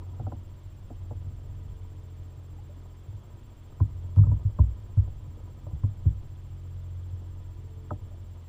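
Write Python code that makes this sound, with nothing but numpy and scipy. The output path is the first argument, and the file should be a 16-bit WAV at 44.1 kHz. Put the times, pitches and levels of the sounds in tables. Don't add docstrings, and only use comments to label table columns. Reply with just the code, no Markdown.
import sys
import numpy as np
from scipy import signal
from scipy.fft import rfft, irfft, next_fast_len
from scipy.io import wavfile
from scipy.ndimage import uniform_filter1d

SR = 44100
rng = np.random.default_rng(int(sys.argv[2]) if len(sys.argv) > 2 else 0)


def store_pcm(level_fs):
    pcm = np.round(np.clip(level_fs, -1, 1) * 32767).astype(np.int16)
    wavfile.write(sys.argv[1], SR, np.atleast_2d(pcm).T)


N = 374380


def from_db(db):
    return 10 ** (np.asarray(db) / 20)


def rms_one(x):
    return x / np.sqrt(np.mean(x ** 2) + 1e-20)


def peak_at(x, peak_db):
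    return from_db(peak_db) * x / np.max(np.abs(x))


def in_time(rows):
    time_s, value = np.transpose(rows)
    return np.interp(np.arange(N) / SR, time_s, value)


def drift(rate_hz):
    step, warmup = 40, 2000
    pole = np.exp(-2 * np.pi * rate_hz * step / SR)
    noise = rng.standard_normal(N // step + 2 + warmup)
    slow = signal.lfilter([1], [1, -2 * pole, pole ** 2], noise)[warmup:]
    return np.interp(np.arange(N) / step, np.arange(len(slow)), rms_one(slow))


def coloured(x, spectrum):
    hz, db = np.transpose(spectrum)
    size = next_fast_len(N)
    bins_hz = np.maximum(np.fft.rfftfreq(size, 1 / SR), 1)
    gain_db = np.interp(np.log(bins_hz), np.log(hz), db, left=-np.inf, right=-np.inf)
    return rms_one(irfft(rfft(x, size) * from_db(gain_db), size)[:N])


def low_pass(x, hz, order):
    return signal.sosfilt(signal.butter(order, hz, fs=SR, output="sos"), x)


def add(out, time_s, sound):
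    at = round(time_s * SR)
    out[at:at + len(sound)] += sound[:N - at]


# (frequency [Hz], relative density [dB])
HISS_SPECTRUM = [(300, 4), (1000, 7), (1600, 2), (2600, -1.5), (3250, 0.5), (3800, -4.5), (5500, -7.5),
                 (7500, -10), (9000, -13.5), (13000, -17.5), (15500, -19)]
# (start [s], end [s], mean frequency [Hz], fundamental rms level [dB])
WHINE_BURSTS = [(0.0304, 0.0468, 7477, -74.5), (0.0487, 0.0658, 7450, -73.3)]


def electronics(hiss_db=-66.5, cycles_per_s=14.983, octave_db=-2.0,
                rasp_db=-82, rasp_hz=3300, rasp_width_hz=550):
    in_cycle_s = np.arange(N) / SR % (1 / cycles_per_s)
    out = from_db(hiss_db) * coloured(rng.standard_normal(N), HISS_SPECTRUM)
    for start_s, end_s, hz, db in WHINE_BURSTS:
        is_on = (in_cycle_s > start_s) & (in_cycle_s < end_s)
        gate = uniform_filter1d(is_on.astype(float), size=40)
        phase = 2 * np.pi * np.cumsum(hz + 6 * drift(10)) / SR
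        tone = np.sin(phase) + from_db(octave_db) * np.sin(2 * phase)
        out += np.sqrt(2) * from_db(db) * gate * tone
    before_bursts = in_cycle_s < WHINE_BURSTS[0][0]
    rasp_level = np.sqrt(in_cycle_s) * before_bursts * from_db(2.5 * drift(25))
    edges_hz = [rasp_hz - rasp_width_hz / 2, rasp_hz + rasp_width_hz / 2]
    band = signal.butter(2, edges_hz, "band", fs=SR, output="sos")
    rasp = signal.sosfilt(band, rng.standard_normal(N) * rasp_level)
    return out + from_db(rasp_db) * rms_one(rasp)


# (time [s], fundamental [Hz])
HUM_SPEED_HZ = [(0, 44.8), (2.5, 43.7), (5.5, 43.9), (7.0, 44.5), (8.49, 43.3)]
# (time [s], level [dB])
HUM_LEVEL_DB = [(0, -38), (0.8, -49.5), (1.08, -37), (1.6, -43.5), (2.7, -43.5), (3.55, -55.5), (4.0, -36),
                (4.8, -44.5), (6.3, -44.5), (6.95, -36), (7.6, -42.5), (8.49, -43.5)]
# (multiple of the fundamental [1], level relative to the hum [dB])
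HUM_HARMONICS = [(1, -3.5), (2, 3), (3, -8), (4, -22.5), (5, -21.5), (6, -42), (7, -22.5), (8, -24.5),
                 (9, -29.5), (10, -30.5), (11, -31), (12, -31.5), (13, -37), (14, -30), (15, -55),
                 (16, -37.5)]
# (time [s], added level [dB])
HUM_SINGING_DB = [(0, -36), (1.75, 11), (1.95, 10.5), (2.4, 9), (2.6, 1.5), (7.0, 0.5), (7.4, 4),
                  (7.8, 12.5), (8.49, -3)]


def hum(others_follow=0.18, jitter=0.00225, faint_db=-40, faint_fall_db_per_octave=6):
    level_db, singing_db = in_time(HUM_LEVEL_DB), in_time(HUM_SINGING_DB)
    speed_hz = in_time(HUM_SPEED_HZ) * (1 + jitter * drift(2.02))
    phase = 2 * np.pi * np.cumsum(speed_hz) / SR
    mean_db = level_db.mean()
    calm_db = mean_db + others_follow * (level_db - mean_db)
    last = len(HUM_HARMONICS)
    faint = [(k, faint_db - faint_fall_db_per_octave * np.log2(k / last))
             for k in range(last + 1, 2 * last - 2)]
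    out = np.zeros(N)
    for multiple, db in list(HUM_HARMONICS) + faint:
        k = round(multiple)
        if k == 2:
            swell_db = level_db
        else:
            swell_db = calm_db + 1.9 * drift(2) + singing_db * (k == 10)
        out += from_db(db + swell_db) * np.sin(k * phase + 2 * np.pi * rng.random())
    return out


def rocking(t60_s=1.8):
    energy, t = np.zeros(N), np.arange(N) / SR
    for time_s, boom_db, *_ in THUMPS:
        add(energy, time_s, from_db(boom_db - 60 * t / t60_s) ** 2)
    return np.sqrt(energy)


# (frequency [Hz], relative density [dB])
SWAY_SPECTRUM = [(10, -8), (15, -0.5), (28, -9.5), (36, -4.5), (48, -8.5), (60, -3.5), (78, -14.5),
                 (100, 1), (135, -17.5), (170, -21.5), (300, -53.5)]
# (frequency [Hz], relative density [dB])
LAP_SPECTRUM = [(130, -3), (190, -1), (240, 2.5), (320, 0.5), (400, -4), (470, -7), (620, -7.5),
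                (850, -14.5), (1000, -5.5), (1120, -26), (1240, -10), (1500, -42), (2500, -52.5)]
# (time [s], level before sway_gain_db [dB])
SWELL_DB = [(0, -54), (1.1, -50.5), (1.65, -46), (2.15, -58.5), (3.6, -55.5), (4.4, -52), (5.1, -50),
            (5.5, -53.5), (6.1, -46.5), (6.5, -55.5), (8.49, -51.5)]
# (time [s], level before patchiness and rocking [dB])
RIPPLE_DB = [(0, -55.5), (0.6, -63.5), (1.5, -60.5), (2.1, -63), (3.6, -60), (4.8, -64.5), (5.55, -58.5),
             (6.35, -64), (6.8, -62.5), (8.49, -62.5)]


def sea(sway_gain_db=6.0, sway_waver_db=1.2, laps_per_s=90, grain_db=-6, patchy_db=2.5,
        rock_sway_db=-29.5, rock_lap_db=-51.5):
    rock = rocking()
    swell_db = in_time(SWELL_DB) + sway_gain_db + sway_waver_db * drift(1.7)
    sway_level = np.hypot(from_db(swell_db), from_db(rock_sway_db) * rock)
    lap_level = np.hypot(from_db(in_time(RIPPLE_DB)), from_db(rock_lap_db) * rock)
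    sway = sway_level * coloured(rng.standard_normal(N), SWAY_SPECTRUM)
    grains = (rng.random(N) < laps_per_s / SR) * rng.standard_normal(N)
    wash = rng.standard_normal(N) + from_db(grain_db) * rms_one(grains)
    patches = from_db(patchy_db * drift(29))
    return sway + lap_level * patches * coloured(wash, LAP_SPECTRUM)


# (time [s], starting frequency [Hz], peak level [dB], t60 [s])
PLOPS = [(2.586, 797, -51.5, 0.059), (2.692, 560, -52.5, 0.15), (2.773, 268, -47.5, 0.046),
         (5.373, 453, -50, 0.033), (5.406, 470, -54, 0.043), (5.494, 486, -56, 0.044),
         (8.110, 567, -53.5, .08), (8.140, 650, -57, 0.059)]


def plops(rise_per_s=3.52, swell_s=0.003):
    out, t = np.zeros(N), np.arange(SR // 8) / SR
    for time_s, hz, db, t60_s in PLOPS:
        shape = (1 - np.exp(-t / swell_s)) * np.exp(-np.log(1000) * t / t60_s)
        note = np.sin(2 * np.pi * hz * (t + rise_per_s * t ** 2 / 2))
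        add(out, time_s, peak_at(shape * note, db))
    return out


def struck(modes, spread_db, detune, travel_s):
    hz, db, t60_s = np.transpose(modes)[:, :, None]
    late_s = travel_s * (np.sqrt(SHELL_MODES[-1][0] / hz) - 1)
    t = np.maximum(np.arange(SR // 2) / SR - late_s, 0)
    strength, shift = rng.standard_normal((2, len(modes), 1))
    signs = -(-1) ** np.arange(len(modes))[:, None]
    level = signs * from_db(db + spread_db * strength)
    fall = np.exp(-np.log(1000) * t / t60_s)
    tones = np.sin(2 * np.pi * hz * (1 + detune * shift) * t)
    return np.sum(level * fall * tones, axis=0)


# (mean frequency [Hz], relative level [dB], t60 [s])
CAVITY_MODES = [(60.4, -0.5, 0.35), (80, 6, 0.069), (99.9, 8, 0.13), (144.7, -8, 0.2)]


def boom(peak_db, centre_hz, focus_db=8.0, soft_hz=172, lowest_hz=50):
    cavity = np.array(CAVITY_MODES, float)
    cavity[:, 1] -= focus_db * np.log2(cavity[:, 0] / centre_hz) ** 2
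    ring = low_pass(struck(cavity, spread_db=3.0, detune=0.003, travel_s=0), soft_hz, order=6)
    high_pass = signal.butter(3, lowest_hz, "high", fs=SR, output="sos")
    return peak_at(signal.sosfilt(high_pass, ring), peak_db)


def nudges(per_s=1.2, mean_db=-35.5, spread_db=2, centre_hz=112):
    out = np.zeros(N)
    for at in np.flatnonzero(rng.random(N) < per_s / SR):
        add(out, at / SR, boom(mean_db + spread_db * rng.standard_normal(), centre_hz))
    return out


def scuffed(ring, length_s, evenness=0.83):
    t = np.arange(SR // 20) / SR
    noise = rng.standard_normal(len(t)) * np.sqrt(t) * np.exp(-t / length_s)
    slip = rfft(noise, 4 * len(t))
    force = irfft(slip / np.abs(slip) ** evenness)[:len(t)]
    return signal.fftconvolve(ring, force)[:len(ring)]


# (mean frequency [Hz], relative level [dB], t60 [s])
SHELL_MODES = [(226.2, -5.5, 0.23), (244.2, 2, 0.074), (299.7, -9.5, 0.21), (328, -1.5, 0.098),
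               (377, -10, 0.038), (475.3, -9.5, 0.14), (585, -2, 0.071), (630, -7.5, 0.018),
               (730.6, -7.5, 0.095), (814, -10, 0.071), (901.8, -5.5, 0.064), (1006, 4.5, 0.04),
               (1183, -13.5, 0.055), (1262, -10, 0.039), (1300, -0.5, 0.028), (1595, -18.5, 0.0085)]


def clack(panel_db, tilt_db_per_octave, edge_db, edge_above_hz=900,
          panel_hz=1000, housing_hz=1550, travel_s=0.00272):
    shell = np.array(SHELL_MODES, float)
    is_edge = shell[:, 0] >= edge_above_hz
    panel_modes, edge_modes = shell[~is_edge], shell[is_edge]
    panel_modes[:, 1] += tilt_db_per_octave * np.log2(panel_modes[:, 0] / panel_modes[0, 0])
    panel = scuffed(struck(panel_modes, spread_db=2.0, detune=0.018, travel_s=travel_s), length_s=0.0029)
    edge = scuffed(struck(edge_modes, spread_db=6.0, detune=0.022, travel_s=travel_s), length_s=0.0024)
    panel = peak_at(low_pass(panel, panel_hz, order=4), panel_db)
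    edge = peak_at(low_pass(edge, housing_hz, order=6), edge_db)
    return panel + edge


def by_hardness(soft, hard, hardness):
    return soft + (hard - soft) * hardness


def bump(out, time_s, boom_db, centre_hz, knock, settle_db, settle_s=0.0399, settle_pitch=0.88):
    add(out, time_s, boom(boom_db, centre_hz))
    add(out, time_s, knock)
    add(out, time_s + settle_s, boom(boom_db + settle_db, centre_hz * settle_pitch))


# (time [s], boom peak [dB], boom centre [Hz], panel peak [dB], hardness [0-1])
THUMPS = [(3.8, -12, 80, -30, 0.76), (4.1619, -10.5, 87, -30.5, 0.44), (4.1817, -11, 135, -37, 0.84),
          (4.2009, -10.5, 95.4, -44, .05), (4.2352, -24, 94, -39, .85), (4.265, -15, 63.2, -38, .62),
          (4.292, -12.5, 58.4, -47, 0.7), (4.3129, -20.5, 117.6, -32.5, .6),
          (4.446, -17.5, 107.4, -47.5, 0.1), (4.585, -8.5, 96, -27.5, 0.76), (4.968, -11.5, 91, -38.5, 0.5),
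          (5.7289, -24.5, 98.7, -53, .3), (5.833, -14.5, 105, -33.5, 0.58), (6.051, -11, 125, -34.5, 0.2)]
# (time [s], panel peak [dB], hardness [0-1], boom peak [dB])
KNOCKS = [(0.194, -34.5, 0.35, -25), (0.264, -33.5, 0.55, -30), (0.317, -33.5, 0.54, -30.5),
          (0.900, -38.5, 0, -39), (1.106, -36.5, 0.63, -34.5), (5.07, -46, 0.3, -33),
          (5.663, -40.5, 0.36, -35), (5.705, -46, 0.2, -48), (7.905, -27.5, 0.97, -27.5)]


def hull(knock_boom_hz=123):
    out = np.zeros(N)
    for time_s, boom_db, centre_hz, panel_db, hardness in THUMPS:
        tilt_db_per_octave = by_hardness(-13, -5.5, hardness)
        edge_db = panel_db + by_hardness(-26.5, 0, hardness)
        knock = clack(panel_db, tilt_db_per_octave, edge_db)
        bump(out, time_s, boom_db, centre_hz, knock, settle_db=-19)
    for time_s, panel_db, hardness, boom_db in KNOCKS:
        tilt_db_per_octave = by_hardness(2, 4, hardness)
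        edge_db = panel_db + by_hardness(-19, -0.5, hardness)
        knock = clack(panel_db, tilt_db_per_octave, edge_db)
        bump(out, time_s, boom_db, knock_boom_hz, knock, settle_db=-6)
    return out


def scene():
    return (electronics() + hum() + sea() + plops() + nudges() + hull())[None]


def record(dry, cutoff_hz=15700):
    return signal.sosfilt(signal.ellip(10, 0.1, 80, cutoff_hz, fs=SR, output="sos"), dry)


dry = scene()
out = record(dry)
store_pcm(out)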